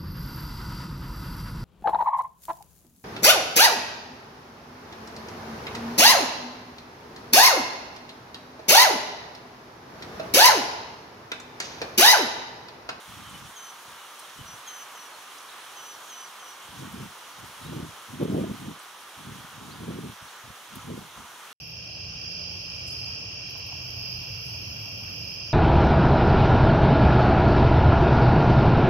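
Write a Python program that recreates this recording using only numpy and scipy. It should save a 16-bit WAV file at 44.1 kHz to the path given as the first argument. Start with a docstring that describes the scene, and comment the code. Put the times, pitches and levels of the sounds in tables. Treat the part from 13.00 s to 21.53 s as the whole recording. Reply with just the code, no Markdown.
"""A steady hiss fills open country from the start, with a few faint chips and dry ticks.
From 0.6 to 3.5 s a small bee-eater on a wire gives seven thin whistles, each opening with a drop
in pitch; the ground echoes them. Then stronger gusts of wind buffet the microphone's two openings,
hardest near 5.3 s. Weaker gusts, chips and ticks go on over the hiss until the end, at 8.5 s."""
import sys
import numpy as np
from scipy import signal
from scipy.fft import rfft, irfft, next_fast_len
from scipy.io import wavfile
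from scipy.ndimage import uniform_filter1d

SR = 44100
rng = np.random.default_rng(int(sys.argv[2]) if len(sys.argv) > 2 else 0)


def to_wav(s):
    """Save 16-bit WAV."""
    ch = np.atleast_2d(s).T  # columns
    pcm = np.round(np.clip(ch, -1, 1) * 32767)  # PCM
    wavfile.write(sys.argv[1], SR, pcm.astype(np.int16))


N = 376173

# The near bird's whistles. Pitch and level (before mixing) belong to harmonic 2, the strongest.
# A negative sag makes the pitch rise. The low boost lifts harmonic 1, the high boost harmonics 3 to 5.
# start_s, length_s, pitch_hz, drop_hz, sag_hz_per_s, flick_hz, level_db, low_boost_db, high_boost_db
NEAR_WHISTLES = [(0.556, 0.16, 6210, 380, 1348, 0, -46.5, 2, -4),
                 (1.455, .1, 5800, 60, -1900, 120, -49.5, -5, -11),
                 (1.666, .176, 6220, 282, 1048, 220, -45.5, 1.5, 0.5),
                 (1.944, .135, 5970, 342, 1200, 200, -53.5, 3, -9),
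                 (2.762, .197, 5930, 300, -450, 520, -49, 0, -7),
                 (3.09, 0.18, 6060, 536, 448, 280, -47.5, 2, -11),
                 (3.394, 0.15, 6060, 326, 2102, 250, -54, 5, -10)]
# A whistle's harmonics, the tones at whole multiples of its lowest tone: multiple, relative_level_db
WHISTLE_HARMONICS = [(1, -12), (2, 0), (3, -18), (4, -14.5), (5, -22)]
# Faint short chips, including the bee-eater's soft low notes and, at 1.193 s, a dry tick's high ring.
# start_s, length_s, start_pitch_hz, end_pitch_hz, level_db (before mixing)
SOFT_CHIPS = [(.22, 0.1, 3200, 3000, -51.5), (0.338, 0.035, 3030, 2950, -48),
              (0.949, 0.146, 3070, 2810, -56), (1.193, .008, 9400, 9400, -45),
              (1.378, .055, 3060, 2950, -51), (1.672, 0.047, 3850, 4200, -52),
              (1.988, .016, 4000, 4550, -52), (2.13, 0.032, 4200, 4130, -54), (2.59, .033, 4030, 4080, -53),
              (3.055, .045, 7150, 6750, -59), (3.18, 0.11, 5060, 4720, -60), (3.325, .05, 4900, 4930, -61),
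              (4.32, 0.017, 4420, 4420, -54), (4.645, .044, 3600, 4050, -50), (6.706, .02, 3896, 4300, -49),
              (6.718, .031, 4520, 4800, -54), (7.277, 0.022, 4100, 4550, -53),
              (7.342, .026, 4050, 4000, -53)]
# Dry ticks: start_s, level_db, centre_hz, width_octaves, decay_s
DRY_TICKS = [(.295, -50, 8500, .3, .012), (1.193, -47, 7000, 1, .016), (1.374, -51, 8000, .25, .01),
             (2.383, -48, 6000, .2, .01), (2.487, -47.5, 3700, 0.17, 0.037),
             (3.923, -50, 12530, 0.26, .007), (5.03, -52, 10000, .4, .005),
             (5.233, -46.5, 13000, .2, 0.0042), (5.79, -49, 8690, 0.19, 0.016),
             (5.83, -51, 13000, .3, .012), (7.7518, -45.5, 11440, .3, .003),
             (7.7558, -38, 11400, 0.42, 0.0042), (8.074, -54, 12300, .3, 0.0048)]
# Gusts, each rising and falling by GUST_DROP_DB in the times given: peak_s, level_db, rise_s, fall_s
WIND_GUSTS = [(.165, -46.5, 0.083, 0.087), (.295, -48, 0.051, 0.11), (.395, -52, .05, 0.1),
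              (.49, -51.5, 0.056, 0.042), (.89, -59, 0.046, 0.13), (1.41, -46, 0.035, .045),
              (1.51, -51.5, 0.056, .07), (3.84, -40.5, 0.1065, 0.0577), (3.991, -39.5, 0.0901, 0.0813),
              (4.435, -51, 0.067, 0.072), (4.77, -33, 0.11, 0.1), (5.14, -41, 0.038, 0.057),
              (5.229, -25, 0.0291, .03), (5.335, -25.5, 0.073, 0.099), (5.45, -34, .05, 0.12),
              (5.69, -39, .11, .05), (6.2, -47.5, 0.028, 0.021), (6.3, -42.5, .06, 0.127),
              (6.66, -44, 0.12, .2), (6.937, -35.5, .14, 0.1116), (7.045, -37.5, 0.052, 0.063),
              (7.235, -53.5, 0.029, 0.044), (7.48, -51, 0.038, .055), (7.785, -44, 0.062, 0.026),
              (7.905, -38.5, 0.059, 0.13), (8.21, -48.5, 0.046, 0.042)]
# The hardest single swirls of air in the gusts: peak_s, extra_level_db
WIND_THUMPS = [(.165, 4.5), (1.425, 3), (3.795, 5), (3.852, 6), (5.225, 2), (5.303, 4.5), (5.33, 1),
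               (5.346, 2), (5.383, 3), (5.446, 6.5), (5.51, 5.5), (5.685, 5.5), (6.84, 4), (6.888, 5),
               (6.935, 3), (6.988, 3), (7.05, 4.5), (7.102, 8.5), (7.901, 5.5), (7.93, 1.5)]
# The rumble of a moderate gust, from low to high: frequency_hz, relative_level_db
RUMBLE_SPECTRUM = [(15, -45), (40, -27), (80, -5.5), (140, -0.5), (220, -1), (300, -3.5), (400, -9.5),
                   (520, -15), (700, -29), (1100, -52), (2500, -85)]
# The lower part of the background hiss: frequency_hz, relative_level_db
LOW_HISS_SPECTRUM = [(25, -51), (100, -17.5), (220, -15), (400, -7.5), (620, -6), (950, 1), (1200, 2.5),
                     (1550, -1.5), (1900, -5), (2600, -6.5), (3200, -3.5), (4900, -12.5)]
# The fine hiss above it: frequency_hz, relative_level_db
HIGH_HISS_SPECTRUM = [(4900, -13), (5800, -8.5), (6600, -11), (8000, -15.5), (9700, -11.5), (11000, -17),
                      (12200, -15), (13700, -21), (15800, -21)]
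# How alike the hiss is on the left and right: frequency_hz, likeness (0 to 1)
HISS_LIKENESS = [(60, 1), (400, 0.95), (700, 0.85), (1400, 0.91), (2000, 0.35), (3200, 0.68), (4700, .3),
                 (6800, 0.68), (8200, 0.4), (9600, 0.53), (10900, .35), (12000, 0.66), (14000, .38)]
# How far the hiss's waves on the left run ahead of the right: frequency_hz, lead_radians
HISS_LEFT_LEAD = [(0, 0.12), (1720, 0.074), (2410, 0.41), (2840, 0.19), (4570, 0.69), (5430, -0.38),
                  (6030, -0.66), (6550, 0.0), (7150, 0.54), (8960, 0.0), (9910, 0.1), (12800, 0.2),
                  (14600, -0.1), (15400, 0.2)]
# How much louder the hiss is on the left: frequency_hz, left_minus_right_db
HISS_BALANCE = [(60, 0.0), (110, 0.0), (200, -0.5), (380, -0.5), (700, -1.5), (1290, -0.5), (2380, -3),
                (4400, -1.5), (8120, 1), (15000, -1.5)]

ATTACK_S, RELEASE_S, FADE_DB_PER_S = 0.011, 0.0098, 14  # how a whistle starts, stops and fades
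DROP_S, FLICK_S = .024, 0.0088  # a whistle's opening drop and closing flick
OPENING_DB = 8  # harmonic 1 is stronger during the drop
GUST_DROP_DB, GUST_ROUNDNESS = 10, 1.8  # a roundness of 1 gives a pointed gust, 2 a bell shape
BREEZE_DB, HISS_DB = -71.5, -45
SWELL_DB, SWELL_PEAK_S, SWELL_WIDTH_S = 1, 3, 2.3  # the hiss swells once, gently
TREBLE_LIMIT_HZ = 15740


def whistle(length_s, pitch_hz, drop_hz, sag_hz_per_s, flick_hz, level_db, low_boost_db, high_boost_db,
            jitter=.007, flutter_db=2.0, rasp=0.25, rasp_hz=340):
    """A bee-eater's almost pure note drops, glides and flicks down; a fast tremble makes it raspy."""
    t = np.arange(0, length_s, 1 / SR)
    opening = np.exp(-(t / DROP_S) ** 3)
    closing = np.exp((t - length_s) / FLICK_S)
    hz = pitch_hz + drop_hz * opening - sag_hz_per_s * t - flick_hz * closing
    lowest_hz = hz / 2 * (1 + jitter * wander(len(t), 140))
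    cycles = np.cumsum(lowest_hz) / SR
    tone = np.zeros(len(t))
    for multiple, harmonic_db in WHISTLE_HARMONICS:
        boost_db = (low_boost_db + OPENING_DB * opening) * (multiple == 1) + high_boost_db * (multiple > 2)
        tone += gain_of(harmonic_db + boost_db) * np.sin(2 * np.pi * multiple * cycles)
    tremble = 1 + rasp * sine(rasp_hz * (1 + 0.187 * wander(len(t), 80)))
    envelope = np.minimum(t / ATTACK_S, 1) * np.minimum((length_s - t) / RELEASE_S, 1)
    loudness = gain_of(level_db - FADE_DB_PER_S * t + flutter_db * wander(len(t), 59))
    return np.sqrt(2) * tone * tremble * envelope * loudness


def ground_echo(sound, echo_db=-12, delay_s=.023):
    """The ground under the wire sends each note back once, a little later."""
    return sound + gain_of(echo_db) * np.pad(sound, (round(delay_s * SR), 0))[:N]


def chip(length_s, start_hz, end_hz, level_db):
    """A faint, short tone slides a little unsteadily from its start pitch to its end pitch."""
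    size = round(length_s * SR)
    hz = np.linspace(start_hz, end_hz, size) * (1 + .008 * wander(size, 250))
    return gain_of(level_db) * np.sqrt(2) * sine(hz) * signal.windows.tukey(size, .5)


def tick(level_db, centre_hz, width_octaves, decay_s):
    """A bright burst of noise dies at once, as from a bill or a flicked feather."""
    t = np.arange(SR // 10) / SR
    hz = np.fft.rfftfreq(len(t), 1 / SR)
    band = np.exp(-.5 * (np.log2((hz + 1) / centre_hz) / width_octaves) ** 2)
    return gain_of(level_db) * shaped_noise(len(t), band) * np.exp(-t / decay_s)


def outdoors(sound, echo_db, echo_s, right_lead_samples):
    """Sound reaches one side first (the left if the lead is negative); ground and plants scatter it."""
    t = np.arange(SR // 2) / SR
    echoes = rng.standard_normal((2, len(t))) * (rng.random((2, len(t))) < .05)
    echoes *= gain_of(-60 * t / echo_s)
    tail = signal.fftconvolve(sound[None], echoes / np.linalg.norm(echoes[0]), axes=1)[:, :N]
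    delay = np.exp(-2j * np.pi * np.fft.rfftfreq(N) * right_lead_samples)
    left = irfft(rfft(sound) * delay, N)
    return np.array([left, sound]) + gain_of(echo_db) * tail


def wind(flutter_db=1.5, lumpy_db=2.0, thump_s=0.00597, crossing_s=0.00057, brighten=.022, calm_db=-65):
    """Swirls of air cross the microphone from left to right; faster air is louder and brighter."""
    t = np.arange(N) / SR
    level_db = gust_level_db(t) + flutter_db * wander(N, 37) + lumpy_db * wander(N, 102)
    level_db += sum(db * np.exp(-((t - peak_s) / thump_s) ** 2) for peak_s, db in WIND_THUMPS)
    speed = np.exp(brighten * (np.maximum(level_db, -50) + 37))  # 1 in a moderate gust
    size = next_fast_len(2 * N)
    hz = np.fft.rfftfreq(size, 1 / SR)
    swirls = shaped_noise(size, gain_of(value_at(RUMBLE_SPECTRUM, hz)))
    travel, places = np.cumsum(speed), np.arange(len(swirls))
    left = np.interp(travel + crossing_s * SR, places, swirls)
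    right = np.interp(travel, places, swirls)
    strength = np.sqrt(np.maximum(gain_of(level_db) ** 2 - gain_of(calm_db) ** 2, 0))  # calm is silent
    return np.array([gain_of(-.25) * left, gain_of(.25) * right]) * strength


def gust_level_db(t):
    """Each gust swells and dies away over a faint breeze."""
    power = gain_of(BREEZE_DB) ** 2
    for peak_s, level_db, rise_s, fall_s in WIND_GUSTS:
        from_peak = np.minimum(np.maximum((peak_s - t) / rise_s, (t - peak_s) / fall_s), 10)
        power = power + gain_of(level_db - GUST_DROP_DB * from_peak ** GUST_ROUNDNESS) ** 2
    return 10 * np.log10(power)


def outdoor_hiss(patchy_db=0.72, flicker_db=0.68, waver_db=0.16):
    """A distant wash of noise, with faint drifting patches and a flicker in the treble."""
    slicing = dict(fs=SR, nperseg=1024, noverlap=768)  # shape the noise in short slices of time
    hz, times, noise = signal.stft(rng.standard_normal((2, N + 1024)), **slicing)
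    hz = hz[:, None]
    patches = uniform_filter1d(rng.standard_normal(noise[0].shape), size=30, axis=0)  # across frequency
    patches = unit_level(uniform_filter1d(patches, size=18, axis=1))  # across time
    flicker = unit_level(uniform_filter1d(rng.standard_normal(len(times)), size=8))
    treble = np.clip(hz / 8000, 0, 1)
    is_low = hz < HIGH_HISS_SPECTRUM[0][0]
    spectrum_db = np.where(is_low, value_at(LOW_HISS_SPECTRUM, hz), value_at(HIGH_HISS_SPECTRUM, hz))
    uneven_db = patchy_db * patches + flicker_db * flicker * treble
    slices = spread_hiss(noise, hz) * gain_of(spectrum_db + uneven_db)
    hiss = unit_level(signal.istft(slices, **slicing)[1][:, :N])
    swell = np.exp(-((np.arange(N) / SR - SWELL_PEAK_S) / SWELL_WIDTH_S) ** 2)
    return hiss * gain_of(HISS_DB + SWELL_DB * swell + waver_db * wander(N, 4.9))


def spread_hiss(noise, hz):
    """The microphone's two openings share part of the hiss, slightly apart in timing and level."""
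    likeness = value_at(HISS_LIKENESS, hz)
    left = noise[0] * np.exp(1j * value_at(HISS_LEFT_LEAD, hz))
    right = likeness * noise[0] + np.sqrt(1 - likeness ** 2) * noise[1]
    lean = gain_of(value_at(HISS_BALANCE, hz) / 2)
    return np.array([left * lean, right / lean])


def gain_of(db):
    """Turns decibels into a number to multiply a sound by."""
    return 10 ** (np.asarray(db) / 20)


def unit_level(sound):
    """Scales a sound so that its average (root mean square) level is 1."""
    return sound / np.sqrt(np.mean(sound ** 2) + 1e-20)


def sine(hz):
    """A pure tone that follows a changing pitch."""
    return np.sin(2 * np.pi * np.cumsum(hz) / SR)


def shaped_noise(size, gains):
    """Noise of level 1, with its frequencies weighted by the gains."""
    return unit_level(irfft(rfft(rng.standard_normal(size)) * gains))


def wander(size, rate_hz):
    """A smooth random wobble, about 1 in size, at speeds up to about rate_hz."""
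    hz = np.fft.rfftfreq(size + SR, 1 / SR)
    return shaped_noise(size + SR, np.exp(-(hz / rate_hz) ** 2))[:size]


def value_at(table, hz):
    """Reads between a table's rows, with octaves evenly spaced."""
    table_hz, values = np.transpose(table)
    return np.interp(np.log(hz + 1), np.log(table_hz + 1), values)


def track(source, table):
    """Makes one sound for each table row and places it at its start time."""
    mix = np.zeros(N)
    for start_s, *settings in table:
        sound = source(*settings)
        part = mix[round(start_s * SR):][:len(sound)]
        part += sound[:len(part)]
    return mix


def scene():
    """Mixes the whistles, chips and ticks with the hiss and the wind."""
    whistles = ground_echo(track(whistle, NEAR_WHISTLES))
    chips = track(chip, SOFT_CHIPS)
    ticks = track(tick, DRY_TICKS)
    whistles = outdoors(whistles, echo_db=-14, echo_s=.25, right_lead_samples=.8)
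    chips = outdoors(chips, echo_db=-10, echo_s=.3, right_lead_samples=-.3)
    ticks = outdoors(ticks, echo_db=-7, echo_s=0.11, right_lead_samples=0.57)
    return gain_of(0.5) * whistles + gain_of(-1.5) * chips + ticks + outdoor_hiss() + wind()


def record(dry):
    """Cuts away the very highest treble."""
    low_pass = signal.firwin(1023, TREBLE_LIMIT_HZ, window=("kaiser", 9), fs=SR)
    return signal.oaconvolve(dry, low_pass[None], "same")


dry = scene()
out = record(dry)
to_wav(out)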